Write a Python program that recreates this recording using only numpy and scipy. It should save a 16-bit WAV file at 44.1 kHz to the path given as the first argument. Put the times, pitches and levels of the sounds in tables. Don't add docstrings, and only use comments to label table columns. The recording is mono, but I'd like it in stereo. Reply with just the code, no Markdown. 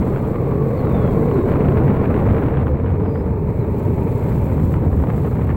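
import sys
import numpy as np
from scipy import signal
from scipy.fft import rfft, irfft, next_fast_len
from scipy.io import wavfile
from scipy.ndimage import uniform_filter1d, minimum_filter1d

SR = 44100
rng = np.random.default_rng(int(sys.argv[2]) if len(sys.argv) > 2 else 0)


def generate_wav(sig):
    pcm = np.round(np.clip(np.atleast_2d(sig).T, -1, 1) * 32767).astype(np.int16)
    wavfile.write(sys.argv[1], SR, pcm)


N = 245181
TIME_S = np.arange(N) / SR

# time_s, level_db
HEADWIND = [(0.0, -15), (0.75, -17), (0.9, -13.5), (1.4, -13.5), (2.15, -12), (2.32, -11), (2.5, -12.5),
            (2.8, -13), (3.25, -12), (3.55, -12.5), (4.0, -11), (4.12, -12.5), (4.28, -11.5), (4.42, -11),
            (4.62, -9.5), (4.92, -8), (5.22, -11), (5.42, -11), (5.56, -12)]
# time_s, rasp_db
ROUGHNESS = [(0.0, -0.5), (0.7, -2), (0.98, 0), (1.2, -3), (1.45, -1), (1.5, 3), (1.65, 1.5), (2.42, 1.5),
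             (2.75, -4), (3.05, -4), (3.4, -9.5), (4.3, -4.5), (4.9, -8), (5.25, -4.5), (5.56, -3.5)]
# time_s, buffet_loss_db, rasp_gain_db
RIGHT_LEE = [(0.0, -1.5, -5), (1.75, -2, -5.5), (2.35, 0, -10), (2.47, 1.5, -10), (2.52, 3, -13.5),
             (2.75, 6.5, -5.5), (4.55, 10, -11.5), (5.08, 18, 0), (5.56, 10, -10)]
# freq_hz, relative_density_db
WIND_SPECTRUM_LEFT = [(20, -23.5), (42, -17), (70, 0), (120, -2), (200, -7), (320, -12.5), (460, -14),
                      (650, -23), (1000, -24.5), (1500, -34.5), (2250, -38.5), (3000, -51), (4200, -62.5),
                      (5000, -72.5)]
WIND_SPECTRUM_RIGHT = [(20, -5), (42, -6.5), (70, -3.5), (120, -0.5), (220, -3.5), (320, -6.5), (460, -6),
                       (650, -15), (1000, -22.5), (1500, -28), (2200, -58), (3000, -69.5), (4200, -72.5),
                       (5500, -78)]
# time_s, level_db
HISS_LEVEL = [(0.04, -53.5), (0.38, -56), (1.38, -54), (1.98, -58.5), (2.21, -56), (2.46, -57.5),
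              (2.52, -62.5), (2.7, -61), (2.73, -65.5), (3.76, -57), (3.79, -51.5), (3.82, -55.5),
              (4.51, -51), (4.74, -52), (4.8, -57.5), (5.22, -51.5), (5.56, -57)]
# freq_hz, relative_density_db
RIM_SPECTRUM_LEFT = [(1500, -8), (4200, -3), (5200, -11), (6100, -8.5), (6900, -7), (7700, 0), (8800, -7.5),
                     (10300, -8.5), (12200, -.5), (13500, -5.5), (15800, -4)]
RIM_SPECTRUM_RIGHT = [(1500, -3), (3200, -4), (5200, -15), (7700, -18), (9000, -25), (10300, -22),
                      (12200, -7.5), (13500, -6.5), (14500, -3), (15800, 5)]
# time_s, level_db
ROAR_LEVEL = [(0, -26.5), (1.3, -21.5), (2.3, -28), (2.7, -28.5), (4.2, -26.5), (5.0, -33.5), (5.56, -30.5)]
# freq_hz, relative_density_db
ROAR_SPECTRUM = [(70, -25), (135, 3.5), (220, -5.5), (330, -3.5), (432, -7), (560, -3), (700, -14.5),
                 (1120, -15), (1450, -26.5), (1900, -26.5), (2300, -24.5), (3000, -47.5), (4200, -42),
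                 (5000, -55)]
# time_s, level_db
DECK_RING_LEVEL = [(0, -27), (.42, -32.5), (.6, -21), (1.0, -37.5), (1.28, -18.5), (1.5, -29.5),
                   (2.0, -28.5), (2.3, -27.5), (2.65, -31), (3.15, -27.5), (3.55, -32), (3.85, -27),
                   (4.25, -29), (4.55, -42), (5.05, -39), (5.25, -30.5), (5.56, -50)]
# time_s, pitch_hz, level_db
WHEEL_WHINE = [(0, 1213, -46), (.55, 1125, -41.5), (1.6, 1054, -44), (2.7, 990, -54), (3.35, 924, -40),
               (4.1, 896, -38), (4.7, 930, -45), (5.56, 907, -59)]
# time_s, level_db
HIGH_RING_LEVEL = [(3.1, -75), (3.7, -59), (4.5, -53), (5.0, -70)]
# start_s, level_db, centre_hz, rattle_decay_s, left_minus_right_db
EDDY_BURSTS = [(0.161, -21, 900, .022, 22), (0.717, -33, 500, .003, 4), (0.85, -21, 650, .004, 20),
               (0.871, -26.5, 806, .004, -4), (.945, -17, 450, .004, -15), (1.019, -25, 700, .014, 14),
               (1.077, -27.5, 950, .005, 20), (1.287, -26.5, 900, .003, 24), (1.313, -19, 750, .006, 18),
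               (1.488, -24, 850, .05, 20), (1.518, -27, 1250, .012, 14), (1.685, -29, 1200, .004, 16),
               (1.722, -21, 450, .003, -3), (1.771, -24, 950, .004, 22), (1.892, -33.5, 1000, .004, 16),
               (2.057, -26, 1200, .006, 21), (2.142, -23, 1300, .006, 19), (2.257, -26.5, 750, .004, 0),
               (2.347, -21, 900, .005, 20), (2.381, -23, 950, .016, 22), (2.428, -21, 900, .005, 20),
               (2.508, -27, 700, .003, 26), (2.541, -24, 950, .03, 24), (2.571, -23, 1050, .014, 23),
               (2.669, -21, 700, 0.022, 17), (2.845, -29, 650, .003, 14), (2.861, -27.5, 1090, 0.049, 22),
               (3.057, -24, 550, .003, 16), (3.095, -27, 500, .003, 15), (3.157, -25.5, 1000, .003, 28),
               (4.74, -21.5, 990, .003, 29), (4.752, -25, 700, .02, 28), (4.862, -19, 450, .005, 19),
               (4.902, -25, 500, .003, 17), (5.038, -16, 550, .003, 29), (5.07, -15, 430, .003, 25),
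               (5.095, -24, 750, .003, 25), (5.102, -21, 1050, .005, 27), (5.135, -21, 600, .015, 23),
               (5.232, -37, 1100, .003, 24), (5.278, -27, 700, .004, 20), (5.418, -24, 850, .016, 28),
               (5.453, -37, 1050, .003, 27), (5.492, -23, 950, .005, 26), (5.502, -24.5, 1000, .025, 27)]
# start_s, length_s, start_hz, end_hz, peak_db, left_minus_right_db
VORTEX_TONES = [(.59, 0.099, 145.6, 135, -14, -1), (.85, 0.13, 133, 118.4, -19.5, 5.5),
                (.98, 0.14, 119.4, 136, -10, 14), (1.62, .14, 150, 137.6, -9, 12),
                (1.81, 0.082, 138, 143, -8.5, 9), (2.211, 0.2, 84.2, 55.4, -13.5, 11),
                (2.25, 0.11, 99.7, 114, -13, 2.5), (2.53, 0.12, 139.4, 123.4, -12, 9),
                (2.605, 0.19, 73.7, 76.7, -9.5, 22), (2.834, 0.17, 85, 94, -12, 19),
                (3.8, 0.28, 90.9, 127.6, -12.5, 17), (4.56, 0.1, 164.3, 145, -16, 20),
                (4.559, 0.25, 93.3, 85.9, -11.5, 24), (4.739, 0.437, 79.8, 69, -10.5, 24),
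                (5.328, 0.16, 107, 114.4, -15.5, 16), (5.417, 0.19, 78, 74.6, -13, 24)]
# start_s, length_s, start_hz, middle_hz, end_hz, level_db, accent_fraction
BIRD_NOTES = [(0.703, .24, 3800, 3400, 3250, -67, .3), (0.763, .055, 4650, 4330, 4050, -56, .55),
              (0.798, 0.36, 4080, 3500, 3200, -55, 0.64), (1.325, .04, 4250, 4100, 3980, -59, .5),
              (1.355, 0.109, 3990, 3780, 3700, -58, .4), (2.895, .06, 6800, 6550, 6500, -73, 0.6),
              (3.02, .135, 5300, 4900, 4880, -64.5, .6), (3.13, .105, 4880, 4940, 5120, -60, 0.3),
              (3.594, .07, 4200, 3880, 3680, -60, 0.2)]


def from_db(db):
    return 10 ** (np.asarray(db) / 20)


def unit_rms(x):
    return x / np.sqrt(np.mean(x ** 2) + 1e-20)


def curves(table):
    time_s, *columns = np.transpose(table)
    return [np.interp(TIME_S, time_s, column) for column in columns]


def pan_gains(pan_db):
    gains = from_db([[pan_db / 2], [-pan_db / 2]])
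    return gains / gains.mean()


def drift(rate_hz):
    pole = np.exp(-16 * np.pi * rate_hz / SR)
    slow = signal.lfilter([1], [1, -2 * pole, pole * pole], rng.standard_normal(N // 8 + 4002))[4000:]
    return np.interp(np.arange(N) / 8, np.arange(len(slow)), unit_rms(slow))


def lowpass(x, cutoff_hz, order):
    return signal.sosfilt(signal.butter(order, cutoff_hz, fs=SR, output="sos"), x)


def coloured(noise, spectrum, share=lambda hz: 1):
    size = next_fast_len(N)
    hz = np.maximum(np.arange(size // 2 + 1) * SR / size, 1)
    knots_hz, knots_db = np.transpose(spectrum)
    skirts = np.minimum(hz / knots_hz[0], 1) ** 2 * np.minimum(knots_hz[-1] / hz, 1) ** 4
    gain = unit_rms(from_db(np.interp(np.log(hz), np.log(knots_hz), knots_db)) * skirts)
    return irfft(rfft(noise, size) * gain * np.sqrt(share(hz)), size)[:N]


def resonance(drive, centre_hz, width_hz):
    carrier = np.exp(2j * np.pi * np.cumsum(centre_hz) / SR)
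    baseband = lowpass(drive * carrier.conj(), width_hz / 2, order=2)
    return unit_rms((baseband * carrier).real)


def port_flows():
    level_db, = curves(HEADWIND)
    rasp_db, = curves(ROUGHNESS)
    loss_db, rasp_gain_db = curves(RIGHT_LEE)
    return (level_db, rasp_db), (level_db - loss_db, rasp_db + rasp_gain_db)


def wind_buffet(flow, spectrum, burst_db, eddy_hz, bass_swell):
    level_db, rasp_db = flow
    eddies = 0.59 * drift(eddy_hz) + .5 * drift(18.0)
    burst_scale = np.clip(1.9 + .012 * rasp_db, .3, 1.6)
    zones_hz = [75, 150, 420, 1300, 3500]
    burst_depths = [0.041, 0.2, 0.39, 0.97, 1.1]
    extras_db = [bass_swell * (level_db - level_db.mean()), 0, rasp_db / 2, rasp_db, 1.44 * rasp_db]
    out = 0
    for extra_db, depth, zone in zip(extras_db, burst_depths, np.eye(len(zones_hz))):
        bursts = from_db(depth * burst_db * burst_scale * eddies)
        noise = rng.standard_normal(N) * bursts
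        push = coloured(noise, spectrum, lambda hz: np.interp(np.log(hz), np.log(zones_hz), zone))
        power = uniform_filter1d(push ** 2, SR // 6)
        levelled = push / np.sqrt(power / power.mean() * np.mean(bursts ** 2))
        out = out + levelled * from_db(level_db + extra_db)
    return out


def rim_hiss(left_db, right_db, flutter_db, flutter_hz, waver_db, waver_hz):
    level_db, = curves(HISS_LEVEL)
    ports = []
    for spectrum in (RIM_SPECTRUM_LEFT, RIM_SPECTRUM_RIGHT):
        noise = rng.standard_normal(N) * from_db(flutter_db * drift(flutter_hz))
        ports.append(coloured(unit_rms(noise), spectrum))
    envelope = from_db(level_db + waver_db * drift(waver_hz))
    return np.array(ports) * envelope * from_db([[left_db], [right_db]])


def grit(stones_per_s, spread_db):
    sizes = from_db(spread_db * np.minimum(rng.exponential(1, N), 4)) * rng.choice([-1, 1], N)
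    return unit_rms(sizes * (rng.random(N) < stones_per_s / SR))


def deck_ring(drive, pitch_hz, sag_hz_per_s, wander_hz):
    centre_hz = pitch_hz - sag_hz_per_s * TIME_S + wander_hz * drift(rate_hz=2.6)
    return resonance(drive, centre_hz, width_hz=83.5) * from_db(curves(DECK_RING_LEVEL))


def wheels(lag_s, shadow_hz):
    direct = grit(stones_per_s=5000, spread_db=-1.5)
    shadowed = lowpass(np.interp(TIME_S - lag_s, TIME_S, direct), shadow_hz, order=1)
    scatter = rng.standard_normal((2, N)) / [[2.5], [4]]
    drive = np.array([direct, shadowed]) + scatter
    roar = np.array([coloured(port, ROAR_SPECTRUM) for port in drive]) * from_db(curves(ROAR_LEVEL))
    hollow = deck_ring(drive, pitch_hz=440, sag_hz_per_s=4, wander_hz=23.4)
    whine_hz, whine_db = curves(WHEEL_WHINE)
    whine = resonance(drive, whine_hz, width_hz=120) * from_db(whine_db)
    high_ring = resonance(drive, centre_hz=np.full(N, 2400), width_hz=650)
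    return roar + hollow + whine + high_ring * from_db(curves(HIGH_RING_LEVEL))


def port_response(spikes, centre_hz, edge_ratio=1.63, top_hz=3070):
    edges_hz = [centre_hz / edge_ratio, centre_hz * edge_ratio]
    band = signal.sosfilt(signal.butter(2, edges_hz, "band", fs=SR, output="sos"), spikes + 1e-18)
    return lowpass(band, top_hz, order=4)


def small_pops(flow, pops_per_s=22, centre_hz=570, offset_db=-4, spread_db=0.5):
    level_db, rasp_db = flow
    peaks_db = level_db + rasp_db + offset_db + spread_db * np.minimum(rng.exponential(1, N), 2)
    spikes = from_db(peaks_db) * rng.choice([-1, 1], N) * (rng.random(N) < pops_per_s / SR)
    impulse_peak = np.abs(port_response(TIME_S == 0, centre_hz)).max()
    return port_response(spikes, centre_hz) / impulse_peak


def strong_pops(turn_s, crackle_decay_s, level_window_s):
    out = np.zeros((2, N))
    age_s = TIME_S[:SR // 10]
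    for start_s, level_db, centre_hz, rattle_decay_s, pan_db in EDDY_BURSTS:
        gains = pan_gains(pan_db)
        for turn, noise in enumerate(rng.standard_normal((3, len(age_s)))):
            crackle = noise * np.exp(-age_s / crackle_decay_s) / 5
            spike = port_response((age_s == 0) + crackle, centre_hz)
            spike *= np.sqrt(level_window_s * SR) / np.linalg.norm(spike)
            delay_s = turn * turn_s
            spike *= from_db(level_db) * np.exp(-delay_s / rattle_decay_s)
            onset = int((start_s + delay_s) * SR)
            out[:, onset:onset + len(age_s)] += gains / gains.max() * spike[:N - onset]
    return out


def vortex_drones(detune_fraction, shake_db, unsteady_hz):
    out = np.zeros((2, N))
    detune = 1 + detune_fraction * drift(unsteady_hz)
    wobble_db = shake_db * drift(unsteady_hz)
    for start_s, length_s, start_hz, end_hz, peak_db, pan_db in VORTEX_TONES:
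        on = (TIME_S > start_s) & (TIME_S < start_s + length_s)
        progress = (TIME_S[on] - start_s) / length_s
        pitch_hz = (start_hz + (end_hz - start_hz) * progress) * detune[on]
        phase = 2 * np.pi * np.cumsum(pitch_hz) / SR
        envelope = from_db(peak_db + wobble_db[on]) * np.sin(np.pi * progress)
        gains = pan_gains(pan_db)
        out[:, on] += gains / gains.max() * envelope * np.sin(phase)
    return out


def birds(warble_db, pan_db):
    out = np.zeros(N)
    unsteady = drift(rate_hz=60)
    for start_s, length_s, start_hz, middle_hz, end_hz, level_db, accent in BIRD_NOTES:
        on = (TIME_S > start_s) & (TIME_S < start_s + length_s)
        progress = (TIME_S[on] - start_s) / length_s
        arc_hz = (2 * middle_hz - start_hz - end_hz) * 2 * progress * (1 - progress)
        pitch_hz = start_hz + (end_hz - start_hz) * progress + arc_hz
        phase = 2 * np.pi * np.cumsum(pitch_hz * (1 + 0.0012 * unsteady[on])) / SR
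        swell = np.sin(np.interp(progress, [0, np.clip(accent, .1, .9), 1], [0, np.pi / 2, np.pi]))
        out[on] += from_db(level_db + warble_db * unsteady[on]) * swell * np.sin(phase)
    return (out + tree_echo(out, level_db=-9, t60_s=.25)) * pan_gains(pan_db)


def tree_echo(source, level_db, t60_s):
    age_s = TIME_S[:SR // 3]
    tails = rng.standard_normal((2, len(age_s))) * from_db(-60 * age_s / t60_s)
    echoes = [signal.fftconvolve(source, tail / np.linalg.norm(tail))[:N] for tail in tails]
    return from_db(level_db) * np.array(echoes)


def scene():
    left_flow, right_flow = port_flows()
    left = wind_buffet(left_flow, WIND_SPECTRUM_LEFT, burst_db=3.0, eddy_hz=130, bass_swell=0.085)
    left += small_pops(left_flow)
    right = wind_buffet(right_flow, WIND_SPECTRUM_RIGHT, burst_db=5.5, eddy_hz=110, bass_swell=-0.17)
    right += small_pops(right_flow)
    hiss = rim_hiss(left_db=2.0, right_db=4.5, flutter_db=2.0, flutter_hz=220, waver_db=1.0, waver_hz=14)
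    drones = vortex_drones(detune_fraction=0.034, shake_db=1.2, unsteady_hz=17)
    pops = strong_pops(turn_s=.0102, crackle_decay_s=.003, level_window_s=.003)
    wind = np.array([left, right]) + hiss + pops + drones
    return wind + wheels(lag_s=.00008, shadow_hz=710) + birds(warble_db=1, pan_db=5)


def record(dry):
    ceiling, window_samples, cutoff_hz = .93, SR // 100, 15800
    needed_gain = np.minimum(1, ceiling / (np.abs(dry) + 1e-9))
    gain = uniform_filter1d(minimum_filter1d(needed_gain, window_samples), window_samples)
    return signal.sosfilt(signal.ellip(12, .1, 90, cutoff_hz, fs=SR, output="sos"), dry * gain)


dry = scene()
out = record(dry)
generate_wav(out)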